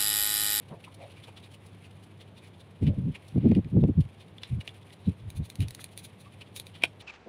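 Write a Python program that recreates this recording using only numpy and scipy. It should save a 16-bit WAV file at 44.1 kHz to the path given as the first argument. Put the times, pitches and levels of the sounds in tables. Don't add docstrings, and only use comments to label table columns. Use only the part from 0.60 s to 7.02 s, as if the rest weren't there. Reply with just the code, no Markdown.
import sys
import numpy as np
from scipy import signal
from scipy.fft import rfft, irfft
from scipy.io import wavfile

SR = 44100
rng = np.random.default_rng(int(sys.argv[2]) if len(sys.argv) > 2 else 0)


def unload_audio(sound):
    columns = np.transpose(np.atleast_2d(sound))
    steps = np.round(np.clip(columns, -1, 1) * 32767)
    wavfile.write(sys.argv[1], SR, steps.astype(np.int16))


N = 283122

# frequency in Hz, t60 in seconds.
ROOM_T60 = [(200, 0.36), (2500, 0.1), (8000, 0.22), (15000, 0.062)]
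# frequency in Hz, relative density in dB.
AIR_SPECTRUM = [(15, -58.5), (25, -32), (64, -16.5), (85, -5), (108, -2.5), (194, -4.5), (224, -10.5),
                (277, -12), (444, -14), (1110, -22.5), (1340, -27), (3530, -30), (7000, -62.5), (9100, -80),
                (15400, -120)]
HISS_SPECTRUM = [(1000, -14.5), (4500, -5), (6500, -7), (8200, -10.5), (9700, -1.5), (11000, -14.5),
                 (12500, -9), (15000, -20), (16000, -46.5)]
SKIN_SPECTRUM = [(40, -26.5), (300, -12.5), (1400, -9), (2300, 6), (3800, -1), (5000, -11), (6500, -16),
                 (8200, -12.5), (9700, -3), (11500, -14), (12600, -18.5), (16000, -26)]
TAP_SPECTRUM = [(40, -31), (200, -10), (700, -8), (1400, -16), (2000, -2.5), (2700, -1.5), (3400, -1.5),
                (4200, -11.5), (5200, -17), (7500, -25.5), (9700, -15), (12500, -32.5), (16000, -28)]
RUB_SPECTRUM = [(40, -35), (300, 7), (1400, -3), (2200, 4.5), (2900, 5), (3900, 1), (5000, -10),
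                (6500, -18.5), (8200, -16), (9800, -9), (12500, -26.5), (16000, -24)]
HOUSING_SPECTRUM = [(40, -36), (300, -3), (1500, -12), (2400, 3), (3000, -2.5), (3800, 4.5), (5200, -14.5),
                    (6600, -12.5), (7600, -19), (9800, -4), (11800, -15.5), (12600, -20), (14200, -14.5),
                    (16000, -23)]
CRACK_SPECTRUM = [(50, -21), (400, 5), (1500, -4), (3200, 0), (4500, -1), (6300, -12), (9300, -2.5),
                  (12500, -22), (14500, -13), (16000, -33)]
# time in seconds, relative level in dB.
SKIN_LEVELS = [(0, -65), (.4, -66.5), (.6, -65.5), (.85, -63), (1.0, -69), (1.3, -66), (1.7, -70.5),
               (2.1, -70), (2.3, -68), (2.7, -65.5), (2.95, -70.5), (3.55, -69), (3.85, -65), (4.35, -63),
               (4.6, -65.5), (5.05, -69), (5.6, -66), (6.42, -69)]
# time in seconds, level in dB, length in seconds, centre and width in Hz.
DULL_BUMPS = [(0.123, -41, 0.027, 154, 111), (0.132, -47, 0.04, 617, 553), (0.283, -51, 0.016, 1050, 240),
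              (0.429, -48.5, 0.063, 620, 260), (0.687, -51, 0.016, 720, 706), (2.326, -50, 0.081, 564, 150),
              (5.194, -47, 0.0047, 1710, 1400), (5.67, -56, 0.019, 1110, 160)]
# start in seconds, body level in dB, resonance in Hz.
BEAD_TAPS = [(0.2406, -49.5, 2580), (2.2679, -47, 2870), (2.5505, -46, 2600), (2.9153, -46.5, 2110),
             (2.9503, -43.5, 2560), (3.0457, -54.5, 2060), (3.238, -49, 2350), (3.7828, -47.5, 3510),
             (3.834, -36.5, 3900), (4.0115, -47.5, 2270), (4.0769, -36, 2640), (4.091, -45.5, 3480),
             (4.3051, -54.5, 1860), (6.2226, -40, 2460)]
# centre in seconds, relative level in dB, length in seconds, resonance in Hz.
FINGER_RUBS = [(0.248, -50, 0.013, 2640), (0.347, -70, .007, 3670), (0.424, -57, 0.05, 2290),
               (0.514, -58.5, 0.039, 2660), (0.577, -58, 0.039, 2350), (0.644, -52, .016, 3500),
               (0.686, -57, .03, 2480), (0.777, -51, 0.019, 3470), (0.842, -56, 0.021, 3810),
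               (0.944, -56, 0.013, 2720), (1.067, -67, 0.014, 2490), (1.255, -58, 0.031, 2570),
               (1.44, -66, 0.018, 3160), (1.615, -54.5, .02, 3440), (1.781, -57.5, 0.022, 3700),
               (1.846, -58.5, 0.03, 2280), (2.008, -61, 0.018, 3770), (2.234, -57, .022, 2300),
               (2.276, -47, 0.023, 2650), (2.556, -44, .017, 2480), (2.685, -70, 0.01, 3660),
               (2.88, -58.5, .15, 2200), (2.961, -57.5, 0.038, 2500), (3.41, -55.5, 0.011, 3150),
               (3.612, -57.5, .025, 3570), (3.845, -53, 0.038, 3870), (4.012, -47.5, 0.013, 2900),
               (4.079, -57, .017, 2700), (4.334, -57.5, 0.013, 3980), (4.464, -61, .05, 3900),
               (5.026, -48, 0.031, 2800), (5.817, -46, 0.015, 2750), (6.157, -51, 0.023, 3070),
               (6.236, -42, .025, 2480), (6.41, -51, 0.015, 3470)]
# time in seconds, relative level in dB.
GUST_CURVES = [
    [(2.19, -62), (2.212, -31.5), (2.228, -18), (2.256, -27.5), (2.28, -18), (2.358, -40), (2.386, -24.5),
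     (2.406, -34.5), (2.484, -23.5), (2.512, -31), (2.556, -51), (2.58, -48)],
    [(2.72, -43.5), (2.77, -17.5), (2.782, -18.5), (2.796, -30), (2.832, -27), (2.862, -14.5), (2.894, -23),
     (2.922, -16), (2.948, -31), (2.97, -16.5), (2.992, -19.5), (3.03, -53)],
    [(3.03, -44), (3.062, -33), (3.076, -36), (3.09, -48)],
    [(3.09, -47), (3.128, -29), (3.174, -15), (3.216, -24), (3.244, -14.5), (3.266, -26), (3.298, -18.5),
     (3.346, -48), (3.35, -39)],
    [(3.35, -38), (3.378, -21.5), (3.394, -17), (3.41, -19), (3.434, -43.5), (3.464, -34), (3.492, -55),
     (3.5, -64)],
    [(3.89, -58), (3.906, -32), (3.928, -26.5), (3.988, -30.5), (4.0, -33), (4.02, -64)],
    [(4.45, -68), (4.462, -42.5), (4.478, -20.5), (4.494, -21.5), (4.55, -62)],
    [(4.6, -52), (4.614, -47), (4.684, -33.5), (4.736, -64), (4.754, -40.5), (4.802, -28), (4.856, -46),
     (4.87, -57)],
    [(4.97, -64), (4.98, -48), (4.996, -22.5), (5.01, -25.5), (5.098, -42), (5.12, -47)],
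]
GUST_EDGES_HZ = [199, 233, 200, 220, 138, 135, 215, 145, 155]
# centre in seconds, gain in dB, half-width in seconds.
PORT_POPS = [(2.92, -12.5, 0.0013), (3.2397, -10, 0.0013)]
# start in seconds, relative level in dB, treble against body in dB.
TRIGGER_CLICKS = [(4.7028, -52.5, 3), (4.9006, -48, 0.5), (4.9558, -53, 2), (5.0054, -44, -5),
                  (5.0837, -50, 1), (5.1076, -50, 2), (5.1486, -49, 3), (5.2423, -46, 5),
                  (5.3761, -47.5, 5.5), (5.9627, -47.5, 3.5), (5.9985, -42.5, 2), (6.068, -48.5, -7.5)]
# centre in seconds, body level in dB.
FEED_SLIPS = [(4.771, -58), (4.856, -60.5), (5.024, -56), (5.212, -54.5), (5.325, -67.5), (5.39, -55),
              (5.449, -53), (5.61, -62.5), (5.971, -49)]
# frequency in Hz, relative level in dB, t60 in seconds.
SHELL_MODES = [(370, -24, 0.024), (696, -22.5, 0.028), (912, -27.5, 0.025), (1473, -26.5, 0.024),
               (2430, -19.5, 0.036), (2510, 4.5, 0.0078), (2660, -22, 0.027), (3085, 3.5, 0.005),
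               (3230, -17, 0.015), (3370, -26.5, .03), (3830, -16, 0.013), (5500, -35.5, 0.027)]
# start in seconds, ring level in dB, crack level in dB.
STAND_HITS = [(6.2355, -26, -34.5), (6.2368, -16, -33), (6.2417, -41, -44), (6.2461, -34.5, -44.5),
              (6.2519, -32, -47), (6.2552, -38, -51)]


def amp(db):
    return 10 ** (np.asarray(db) / 20)


def unit_rms(x):
    return x / np.sqrt(np.mean(x ** 2) + 1e-20)


def with_energy(x, db, length_s):
    return x * amp(db) * np.sqrt(length_s * SR / (np.sum(x ** 2) + 1e-20))


def lookup(table, hz):
    table_hz, values = np.transpose(table)
    return np.interp(np.log(hz + 1), np.log(table_hz + 1), values)


def add(mix, start_s, sound):
    start = round(start_s * SR)
    sound = sound[max(-start, 0):]
    part = mix[max(start, 0):][:len(sound)]
    part += sound[:len(part)]


def coloured(x, spectrum):
    hz = abs(np.fft.fftfreq(len(x), 1 / SR))
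    log_gain = np.log(amp(lookup(spectrum, hz)))
    response = np.exp(np.conj(signal.hilbert(log_gain)))
    return np.fft.ifft(np.fft.fft(x) * response).real


def wander(rate_hz):
    lowpass = signal.butter(2, rate_hz, fs=SR, output="sos")
    return unit_rms(signal.sosfilt(lowpass, rng.standard_normal(N)))


def swell(length_s, size=16384):
    t = (np.arange(size) - size // 2) / SR
    return 1 / np.cosh(2 * np.arccosh(2) * t / length_s), -t[0]


def snap(decay_s, scatter, size=4096):
    force = scatter * rng.standard_normal(size) * np.exp(-np.arange(size) / SR / decay_s)
    force[0] += 1
    return force


def friction(length_s, grain_db, size):
    envelope, lead_s = swell(length_s, size)
    slips = rng.standard_normal(size) * amp(grain_db * np.minimum(rng.exponential(1, size), 3))
    return envelope * slips, lead_s


def resonate(force, centre_hz, boost, width_hz=480):
    b, a = signal.iirpeak(centre_hz, centre_hz / width_hz, fs=SR)
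    return force + boost * signal.lfilter(b, a, force)


def contact(force, spectrum, db, treble_db, length_s, split_hz=5500):
    ring = coloured(force, spectrum)
    body = signal.sosfilt(signal.butter(4, split_hz, "low", fs=SR, output="sos"), ring)
    treble = signal.sosfilt(signal.butter(4, split_hz, "high", fs=SR, output="sos"), ring)
    return with_energy(body, db, length_s) + with_energy(treble, db + treble_db, length_s)


def room(x, early_db=-14, early_decay_s=0.012, tail_db=-19, size=16384):
    t = np.arange(size) / SR
    early, tail = rng.standard_normal((2, size)) * (rng.random((2, size)) < 0.15) * (t > 0.001)
    early = early * np.exp(-t / early_decay_s)
    hz, frame_s, frames = signal.stft(tail, SR, nperseg=256)
    decay = amp(-60 * frame_s / lookup(ROOM_T60, hz)[:, None])
    tail = signal.istft(frames * decay, SR, nperseg=256)[1][:size]
    echo = amp(early_db) * early / np.linalg.norm(early) + amp(tail_db) * tail / np.linalg.norm(tail)
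    return x + signal.fftconvolve(x, echo)[:N]


def background(air_db=-53.5, hiss_db=-80, hum_db=-55.5, hum_hz=99):
    air = amp(air_db) * unit_rms(coloured(rng.standard_normal(N), AIR_SPECTRUM))
    hiss = amp(hiss_db) * unit_rms(coloured(rng.standard_normal(N), HISS_SPECTRUM))
    hum_phase = 2 * np.pi * hum_hz * np.arange(N) / SR + 0.45 * wander(rate_hz=8.7)
    return air + hiss + amp(hum_db) * unit_rms(np.sin(hum_phase))


def skin(gain_db=-3, uneven_db=4.5, clump_db=2):
    level_db = np.interp(np.arange(N) / SR, *np.transpose(SKIN_LEVELS)) + gain_db
    level_db += uneven_db * np.clip(wander(rate_hz=21.7), -2, 2)
    catches = rng.standard_normal(N) * amp(clump_db * np.clip(wander(rate_hz=350), -2, 2))
    return amp(level_db) * unit_rms(coloured(catches, SKIN_SPECTRUM))


def stroke(centre_s, db, length_s, hz, treble_db, size=16384):
    force, lead_s = friction(length_s, grain_db=4.5, size=size)
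    force = resonate(force, hz, boost=1.7)
    return centre_s - lead_s, contact(force, RUB_SPECTRUM, db, treble_db, length_s)


def brushes(per_s=9, typical_s=0.012, typical_hz=3000):
    out = np.zeros(N)
    for slot, (jitter, firmness, pitch, brightness, stretch) in enumerate(rng.uniform(-1, 1, (96, 5))):
        centre_s = (slot + (1 + jitter) / 2) / per_s
        if centre_s < N / SR:
            db = np.interp(centre_s, *np.transpose(SKIN_LEVELS)) + 0.5 + 4.5 * firmness
            length_s = typical_s * 2 ** stretch
            hz = typical_hz * 2 ** (0.4 * pitch)
            treble_db = -6 + 5.5 * brightness
            add(out, *stroke(centre_s, db, length_s, hz, treble_db, size=4096))
    return out


def bumps():
    out = np.zeros(N)
    for centre_s, db, length_s, centre_hz, width_hz in DULL_BUMPS:
        envelope, lead_s = swell(length_s)
        hz = np.fft.rfftfreq(len(envelope), 1 / SR)
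        resonance = 1 / (1 + (2 * (hz - centre_hz) / width_hz) ** 2)
        noise = irfft(rfft(rng.standard_normal(len(envelope))) * resonance)
        add(out, centre_s - lead_s, with_energy(envelope * noise, db, length_s))
    return out


def beads_and_tools(reference_db=-55, reference_s=0.02):
    out = np.zeros(N)
    for start_s, db, hz in BEAD_TAPS:
        force = resonate(snap(decay_s=0.0023, scatter=0.3), hz, boost=2.5)
        add(out, start_s, contact(force, TAP_SPECTRUM, db, treble_db=-18, length_s=0.0049))
    for centre_s, db, length_s, hz in FINGER_RUBS:
        dulling_db = 0.95 * (db - reference_db) + 6.5 * np.log2(length_s / reference_s)
        add(out, *stroke(centre_s, db - 1, length_s, hz, treble_db=-7.5 - dulling_db))
    return out


def draught(gain_db=-0.7, reference_db=-20, octaves_per_db=0.033, low_cut_hz=84,
            port_hz=410, port_width_hz=130, steadiness=0.62, flutter_db=1.4):
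    out = np.zeros(N)
    for curve, reference_edge_hz in zip(GUST_CURVES, GUST_EDGES_HZ):
        times_s, levels_db = np.transpose(curve)
        t = np.arange(times_s[0], times_s[-1], 1 / SR)
        hz, frame_s, frames = signal.stft(rng.standard_normal(SR), SR, nperseg=1024)
        hz = hz[:, None]
        strength_db = np.interp(times_s[0] + frame_s, times_s, levels_db) - reference_db
        edge_hz = reference_edge_hz * 2 ** (octaves_per_db * strength_db)
        band = 1 / np.sqrt((1 + (low_cut_hz / (hz + 1)) ** 7) * (1 + (hz / edge_hz) ** 8.24))
        hollow = 1 + 0.46 / (1 + (2 * (hz - port_hz) / port_width_hz) ** 2)
        rumble = signal.istft(frames * band * hollow, SR, nperseg=1024)[1]
        analytic = signal.hilbert(rumble)[:len(t)]
        eddies = analytic.real / (abs(analytic) + np.std(analytic) / 2) ** steadiness
        push = amp(np.interp(t, times_s, levels_db) + gain_db) * signal.windows.tukey(len(t), 0.05)
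        add(out, times_s[0], unit_rms(eddies) * push)
    return out * amp(flutter_db * np.clip(wander(rate_hz=25), -2, 2))


def wind_pops(flip_s=0.00047, size=2048):
    out = np.zeros(N)
    t = (np.arange(size) - size // 2) / SR
    for centre_s, db, half_width_s in PORT_POPS:
        swing = -np.tanh(t / flip_s) * np.exp(-(t / half_width_s) ** 2)
        add(out, centre_s + t[0], amp(db) * swing)
    return out


def stick_slip(centre_s, db, length_s=0.02):
    force, lead_s = friction(length_s, grain_db=3, size=8192)
    return centre_s - lead_s, contact(force, HOUSING_SPECTRUM, db, treble_db=2.5, length_s=length_s)


def glue_gun(creep_db=-17, creep_lag_s=0.0031):
    out = np.zeros(N)
    for start_s, db, treble_db in TRIGGER_CLICKS:
        force = snap(decay_s=0.0013, scatter=0.5)
        add(out, start_s, contact(force, HOUSING_SPECTRUM, db + 1, treble_db, length_s=0.0052))
        add(out, *stick_slip(start_s + creep_lag_s, db + creep_db))
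    for centre_s, db in FEED_SLIPS:
        add(out, *stick_slip(centre_s, db))
    return out


def gun_landing(crack_decay_s=0.0014, rise_s=0.0012, size=8192):
    out = np.zeros(N)
    t = np.arange(size) / SR
    ring = sum(amp(db - 60 * t / t60_s) * np.sin(2 * np.pi * hz * t) for hz, db, t60_s in SHELL_MODES)
    ring *= 1 - np.exp(-(t / rise_s) ** 2)
    for start_s, ring_db, crack_db in STAND_HITS:
        crack = coloured(rng.standard_normal(size) * np.exp(-t / crack_decay_s), CRACK_SPECTRUM)
        add(out, start_s, with_energy(ring, ring_db, length_s=0.0048))
        add(out, start_s, with_energy(crack, crack_db, length_s=0.0081))
    return out


def scene(knock_wet=0.66):
    knock = gun_landing()
    knock += knock_wet * (room(knock) - knock)
    handling = room(beads_and_tools() + glue_gun() + bumps())
    return (handling + knock + skin() + draught() + wind_pops() + background() + brushes())[None]


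def record(dry, low_cut_hz=45, band_limit_hz=15800):
    highpass = signal.butter(2, low_cut_hz, "high", fs=SR, output="sos")
    lowpass = signal.firwin(255, band_limit_hz, window=("kaiser", 8), fs=SR)
    return signal.oaconvolve(signal.sosfilt(highpass, dry), lowpass[None], "same")


dry = scene()
out = record(dry)
unload_audio(out)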